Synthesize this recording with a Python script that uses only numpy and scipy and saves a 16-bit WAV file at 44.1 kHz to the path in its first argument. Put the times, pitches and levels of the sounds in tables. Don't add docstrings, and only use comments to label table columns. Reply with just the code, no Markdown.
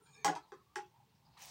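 import sys
import numpy as np
from scipy import signal
from scipy.fft import rfft, irfft
from scipy.io import wavfile
from scipy.ndimage import uniform_filter1d, map_coordinates

SR = 44100
rng = np.random.default_rng(int(sys.argv[2]) if len(sys.argv) > 2 else 0)


def to_linear_factor(level_db):
    exponent = np.asarray(level_db, float) / 20
    return 10 ** exponent


def generate_wav(signal):
    frames = np.transpose(np.atleast_2d(signal))
    scaled = np.clip(frames, -1, 1) * 32767
    pcm = np.round(scaled).astype(np.int16)
    wavfile.write(sys.argv[1], SR, pcm)


N = 66150
T = np.arange(N) / SR


def unit(x):
    return x / np.sqrt(np.mean(x ** 2))


def noise(n=N):
    return rng.standard_normal(n)


def curve(rows):
    rows = np.array(rows, float)
    return to_linear_factor(np.interp(T, rows[:, 0], rows[:, 1]))


def colour(x, points):
    p = np.array(points, float)
    f = np.fft.rfftfreq(len(x), 1 / SR)
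    gain = to_linear_factor(np.interp(np.log(f + 1), np.log(p[:, 0]), p[:, 1]))
    return irfft(rfft(x) * gain, len(x))


def band(x, hz, width_hz):
    return signal.lfilter(*signal.iirpeak(min(hz, .45 * SR), max(hz / width_hz, .3), SR), x)


def band_twice(x, hz, width_hz):
    return band(band(x, hz, width_hz), hz, width_hz)


def walk(rate_hz):
    k = int(SR / rate_hz)
    steps = np.repeat(noise(N // k + 1), k)
    return 2.1 * uniform_filter1d(uniform_filter1d(steps, k), k)[:N]


def fade(s, tau_s):
    return (T >= s) * np.exp(-np.maximum(T - s, 0) / tau_s)


def hollow_ring(modes, t):
    longest_t60_s, swell_s, swell_below_hz = .17, .011, 850
    wobble_db, wobble_rad = 2.5, .55
    ring = 0
    for k, (hz, db, t60) in enumerate(modes):
        level = to_linear_factor(db - 60 * t / min(t60, longest_t60_s) + wobble_db * walk(75.54)[:len(t)])
        tone = np.sin(2 * np.pi * hz * t + wobble_rad * walk(63)[:len(t)])
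        swell = 1 - np.exp(-t / swell_s * max(hz / swell_below_hz, 1) ** 4)
        ring = ring + (-1) ** k * level * tone * swell
    return ring


def knocks():
    # t/s, body level/dB, crack over body/dB, contact cut-off f/Hz
    blows = [(0.2460, -33.5, 11, 12600), (.2790, -35, 2, 9220), (.3120, -56.5, 12, 6016),
             (.3230, -50, -18.5, 4000), (.3520, -51.5, 8, 8531), (0.3594, -39, -4.5, 2830),
             (0.5200, -42.5, -3.5, 1500), (0.757, -37, 0.5, 9005), (.7860, -46, -6.5, 3950),
             (.8030, -56.5, 2, 2963), (1, -54, -35, 984), (1.255, -60, -37, 983)]
    struck = [0, 0, 0, 0, 4, 4, 2, 1, 1, 1, 3, 3]
    # f/Hz, level/dB, t60/s
    bodies = [[(170.3, -10.5, 0.26), (302, -7.5, 0.1803), (360.23, -4.5, 0.2), (424.2, -1, 0.13),
               (537.4, -6.5, 0.11748), (652.5, -4, 0.15), (754, -1.5, 0.28), (819, 9, 0.13),
               (979, -6.5, 0.145), (1101, -7.5, 0.1334), (1310, -12, 0.1003), (1455.7, -5, 0.093),
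               (1684, -10.5, 0.13), (1996.7, -10.5, 0.049)], [(332.97, -13, 0.16), (367, -8.5, 0.17), (412, -9, 0.14), (610, -29, .08),
                               (831.81, 2, 0.13), (891, -6, 0.12), (1026.2, -14, 0.098), (1117, -8, 0.068),
                               (1333, -5, 0.05563), (1451, -12.5, 0.094), (1637, -14, 0.05815),
                               (1824.4, -10.5, 0.05), (1930, -7.5, 0.046), (2517, -26, 0.07)], [(304.39, -11, 0.09687), (355, -3.5, 0.127),
                                               (408.84, -2.5, 0.12), (510, -13.5, 0.14), (800, 5.5, 0.053),
                                               (1065, -16, 0.14), (1287, -18.5, 0.11), (1500, -15, 0.06444)], [(807.3, 0, 0.094)], [(348.95, -12, 0.13067),
                                                                               (412, -5.5, 0.11),
                                                                               (750, -17, 0.195),
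                                                                               (827, 8.5, 0.059),
                                                                               (935, 4.5, 0.074),
                                                                               (1008.4, -11, 0.0909),
                                                                               (1302, -12.5, 0.1756),
                                                                               (1539.2, -18.5, 0.0675),
                                                                               (2060, -15, 0.07714)]]
    # f/Hz, density/dB per Hz
    crack_colour = [(450, -22), (1100, 3.5), (2000, -4), (3300, -6), (4400, -9), (5800, -3.5), (8500, -11),
                    (12000, -24)]
    rattle_s, rattle_db = 0.0095, -8
    crack_s, crack_rise_s, all_cracks_db = 0.002, 0.0001459, -0.5
    body_send_db = -15

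    t = T[:SR // 2]
    body_out, crack_out = np.zeros(N), np.zeros(N)
    for (s, db, crack_db, cut_hz), body in zip(blows, struck):
        ring = hollow_ring(bodies[body], t)
        push = noise(len(t)) * np.exp(-t / rattle_s)
        push *= to_linear_factor(rattle_db) / np.sqrt(np.sum(push ** 2))
        push[0] = 1
        crack = unit(colour(noise(len(t)), crack_colour))
        crack = crack * (np.exp(-t / crack_s) + 0.11 * np.exp(-t / rattle_s))
        crack = crack * (1 - np.exp(-t / crack_rise_s))
        crack = signal.lfilter(*signal.butter(1, min(cut_hz, .45 * SR), fs=SR), crack)
        i = int(s * SR)
        body_out[i:i + len(t)] += to_linear_factor(db) * signal.fftconvolve(push, ring)[:min(len(t), N - i)]
        crack_out[i:i + len(t)] += to_linear_factor(db + all_cracks_db + crack_db) * crack[:N - i]
    return body_out + crack_out + room(crack_out + to_linear_factor(body_send_db) * body_out)


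def room(x):
    # f/Hz, t60/s
    hut_t60 = [(200, 0.322), (500, 0.18576), (900, 0.16), (3000, 0.17), (8000, 0.11), (15000, 0.11)]
    build_s, wet_db = 0.0075, 0.5
    t, r = T[:SR // 2], np.array(hut_t60)
    tail = 0
    for hz in 125 * 2. ** np.arange(8):
        t60 = np.interp(np.log(hz), np.log(r[:, 0]), r[:, 1])
        tail = tail + unit(band(noise(len(t)), hz, 0.84 * hz)) * np.sqrt(hz) * to_linear_factor(-60 * t / t60)
    tail = tail * (1 - np.exp(-t / build_s))
    return to_linear_factor(wet_db) * signal.fftconvolve(x, tail / np.sqrt(np.sum(tail ** 2)))[:N]


def gripped_leaves():
    # t/s, level/dB
    effort = [
        (1.33, -79.5),
        (1.364, -74),
        (1.378, -63.5),
        (1.396, -60.5),
        (1.424, -55.5),
        (1.486, -58),
        (1.5, -58),
    ]
    # f/Hz, density/dB per Hz
    leaf_colour = [(500, -7.5), (900, -6), (1400, -8.5), (2500, -1.5), (4000, -4.5), (5900, -3), (9000, -9),
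                   (13000, -19)]
    crackles_per_s, crackle_spread_db = 700, 1.5
    swish_db, swish_flicker_db = 1, 3.3
    brighten = 1.8
    grip, crush = curve(effort), 0
    for hz in 500 * 2 ** np.arange(0, 5.1, .5):
        clicks = (rng.random(N) < crackles_per_s / SR) * to_linear_factor(crackle_spread_db * rng.exponential(size=N))
        clicks = clicks * rng.choice([-1, 1], N)
        swish = to_linear_factor(swish_db + swish_flicker_db * walk(45.15)) * noise()
        grain = band_twice(unit(clicks) + swish, hz, .5 * hz)
        crush = crush + grain * (grip / grip.max()) ** (brighten * hz / 16000)
    crush = colour(crush, leaf_colour)
    return crush / np.std(crush[-SR // 10:]) * grip * (T > effort[0][0])


def vein_snaps():
    # t/s, level/dB, centre f/Hz, fade/s
    snaps = [(1.375, -64, 3970, 0.00587), (1.39, -75, 15000, 0.055), (1.4067, -54.5, 2700, .003),
             (1.4187, -54.5, 2500, 0.003703), (1.4190, -52.5, 5840, .004), (1.4226, -54, 14900, 0.001273),
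             (1.4270, -54, 6500, .003), (1.4365, -49.5, 5860, 0.0042), (1.4500, -50.5, 9000, .0008),
             (1.4560, -52, 14900, .0016), (1.4610, -66.5, 14900, .006), (1.4720, -64, 2455, 0.003935),
             (1.4800, -66, 4500, 0.00262)]
    out = np.zeros(N)
    for s, db, hz, tau_s in snaps:
        out += to_linear_factor(db) * fade(s, tau_s) * unit(band(noise(), hz, 0.12 * hz))
    return out


def leaf_touches():
    # t/s, level/dB, centre f/Hz, fade/s
    touches = [(0.06, -70, 4510, 0.043), (0.424, -72.5, 3990, 0.075), (0.481, -80.5, 7960, 0.033),
               (0.484, -81, 5130, 0.035), (0.536, -79, 5080, 0.02358), (0.831, -75, 3010, 0.036),
               (.86, -83, 5545, 0.05146), (0.951, -85, 2509, .07), (1.059, -85.5, 2938, 0.071),
               (1.09, -81, 4123, 0.0365), (1.15, -80.5, 5101, 0.032), (1.252, -79.5, 4298, 0.3035),
               (1.361, -73.5, 3981, 0.079), (1.37, -67.5, 1140, 0.064), (1.376, -74, 8727, 0.0581)]
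    out = np.zeros(N)
    for s, db, hz, tau_s in touches:
        wisps = 0
        for ratio in np.exp(0.13 * noise(8)):
            wisps = wisps + to_linear_factor(3.3 * walk(37.04)) * band(noise(), hz * ratio, 0.033 * hz)
        out += to_linear_factor(db) * fade(s, tau_s) * unit(band(wisps, hz, .5 * hz))
    return out


def drag():
    # t/s, length/s, start f/Hz, end f/Hz, level/dB
    scrapes = [(0, .03, 420, 420, -73), (0, .03, 300, 300, -76), (0, .03, 1000, 980, -74),
               (0, .1, 1360, 1350, -77), (.06, .05, 900, 900, -76), (.06, .06, 430, 430, -77),
               (.06, .045, 1550, 1650, -76), (.07, .07, 2400, 2400, -77), (.05, .1, 7000, 6800, -73),
               (0, .06, 7250, 7200, -84), (.03, .04, 9100, 9000, -80), (.05, .16, 8700, 8300, -82),
               (.06, .045, 3300, 3250, -80), (.1, .13, 1170, 1130, -79), (.155, .09, 440, 420, -72),
               (.155, .04, 810, 800, -73), (.15, .09, 1620, 1830, -72), (.155, .09, 2400, 2330, -71),
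               (.14, .1, 3700, 3650, -76), (.17, .07, 4400, 4300, -76), (.15, .025, 5300, 5300, -77),
               (.15, .09, 6700, 6400, -78), (.15, .04, 9050, 9000, -83), (.2, .04, 950, 950, -78),
               (.57, .05, 1020, 1100, -77), (.67, .07, 1130, 1200, -78), (.56, .06, 1300, 1260, -80),
               (.705, .02, 300, 290, -77), (1.07, .05, 430, 430, -80)]
    drag_db, flicker_db, edge_s = -1, 2, .018
    out = 0
    for s, length_s, hz, end_hz, db in scrapes:
        width_hz = .04 * hz + 30
        ring = unit(band_twice(noise(), hz, width_hz))
        glide = np.cumsum(np.interp(T, [s, s + length_s], [1, end_hz / hz]))
        ring = map_coordinates(ring, [glide], mode="mirror")
        gate = np.clip(np.minimum(T - s, s + length_s - T) / edge_s + 1, 0, 1) ** 2
        out = out + to_linear_factor(drag_db + db + flicker_db * walk(21.54)) * gate * ring
    return out


def yard():
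    # f/Hz, width/Hz, level/dB
    rumble_bands = [(32.5, 30, -33.5), (71, 42, -4.5), (86, 37, -11), (131.29, 62.6, 4.5), (194, 93, -3)]
    # t/s, level/dB
    rumble_level = [(0, -71), (.2, -71), (.3, -69), (.45, -75), (.72, -74), (.9, -73), (.97, -77),
                    (1.1, -72), (1.2, -76), (1.3, -66), (1.35, -73), (1.5, -67)]
    # t/s, level/dB
    hum_level = [(0, -84), (.25, -77), (.45, -72.5), (.6, -77), (.7, -87.5), (.9, -86.5), (.97, -76.5),
                 (1.1, -83), (1.16, -74.5), (1.24, -76.5), (1.3, -73), (1.35, -76.5), (1.5, -70)]
    # f/Hz, density/dB per Hz
    hiss_colour = [(200, -10.5), (350, -4.5), (600, -9.5), (1100, -11), (2100, -12), (4000, -12.5),
                   (7000, -18.5), (12000, -23.5)]
    hum_hz, hum_width_hz, hum_flicker_db = 880, 260, 2
    rumble_flicker_db, hiss_db = 2.5, -78.5
    rumble = 0
    for hz, width_hz, db in rumble_bands:
        rumble = rumble + to_linear_factor(db + rumble_flicker_db * walk(10.85)) * unit(band_twice(noise(), hz, width_hz))
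    hum = to_linear_factor(hum_flicker_db * walk(15.47)) * unit(band_twice(noise(), hum_hz, hum_width_hz))
    hiss = unit(colour(noise(), [(100, -34.5)] + list(hiss_colour)))
    return curve(rumble_level) * unit(rumble) + curve(hum_level) * hum + to_linear_factor(hiss_db) * hiss


def scene():
    leaves = gripped_leaves() + vein_snaps() + leaf_touches()
    return (knocks() + leaves + drag() + yard())[None]


def roll_off(x):
    return signal.sosfilt(signal.butter(12, 16750, fs=SR, output="sos"), x)


def record(dry):
    # f/Hz, level/dB
    port = [(13000, 0.5), (15000, 7.5)]
    heard = colour(dry[0], port)[None]
    low_pass = signal.ellip(8, .2, 70, 15750, fs=SR, output="sos")
    return roll_off(signal.sosfilt(low_pass, heard))


dry = scene()
out = record(dry)
generate_wav(out)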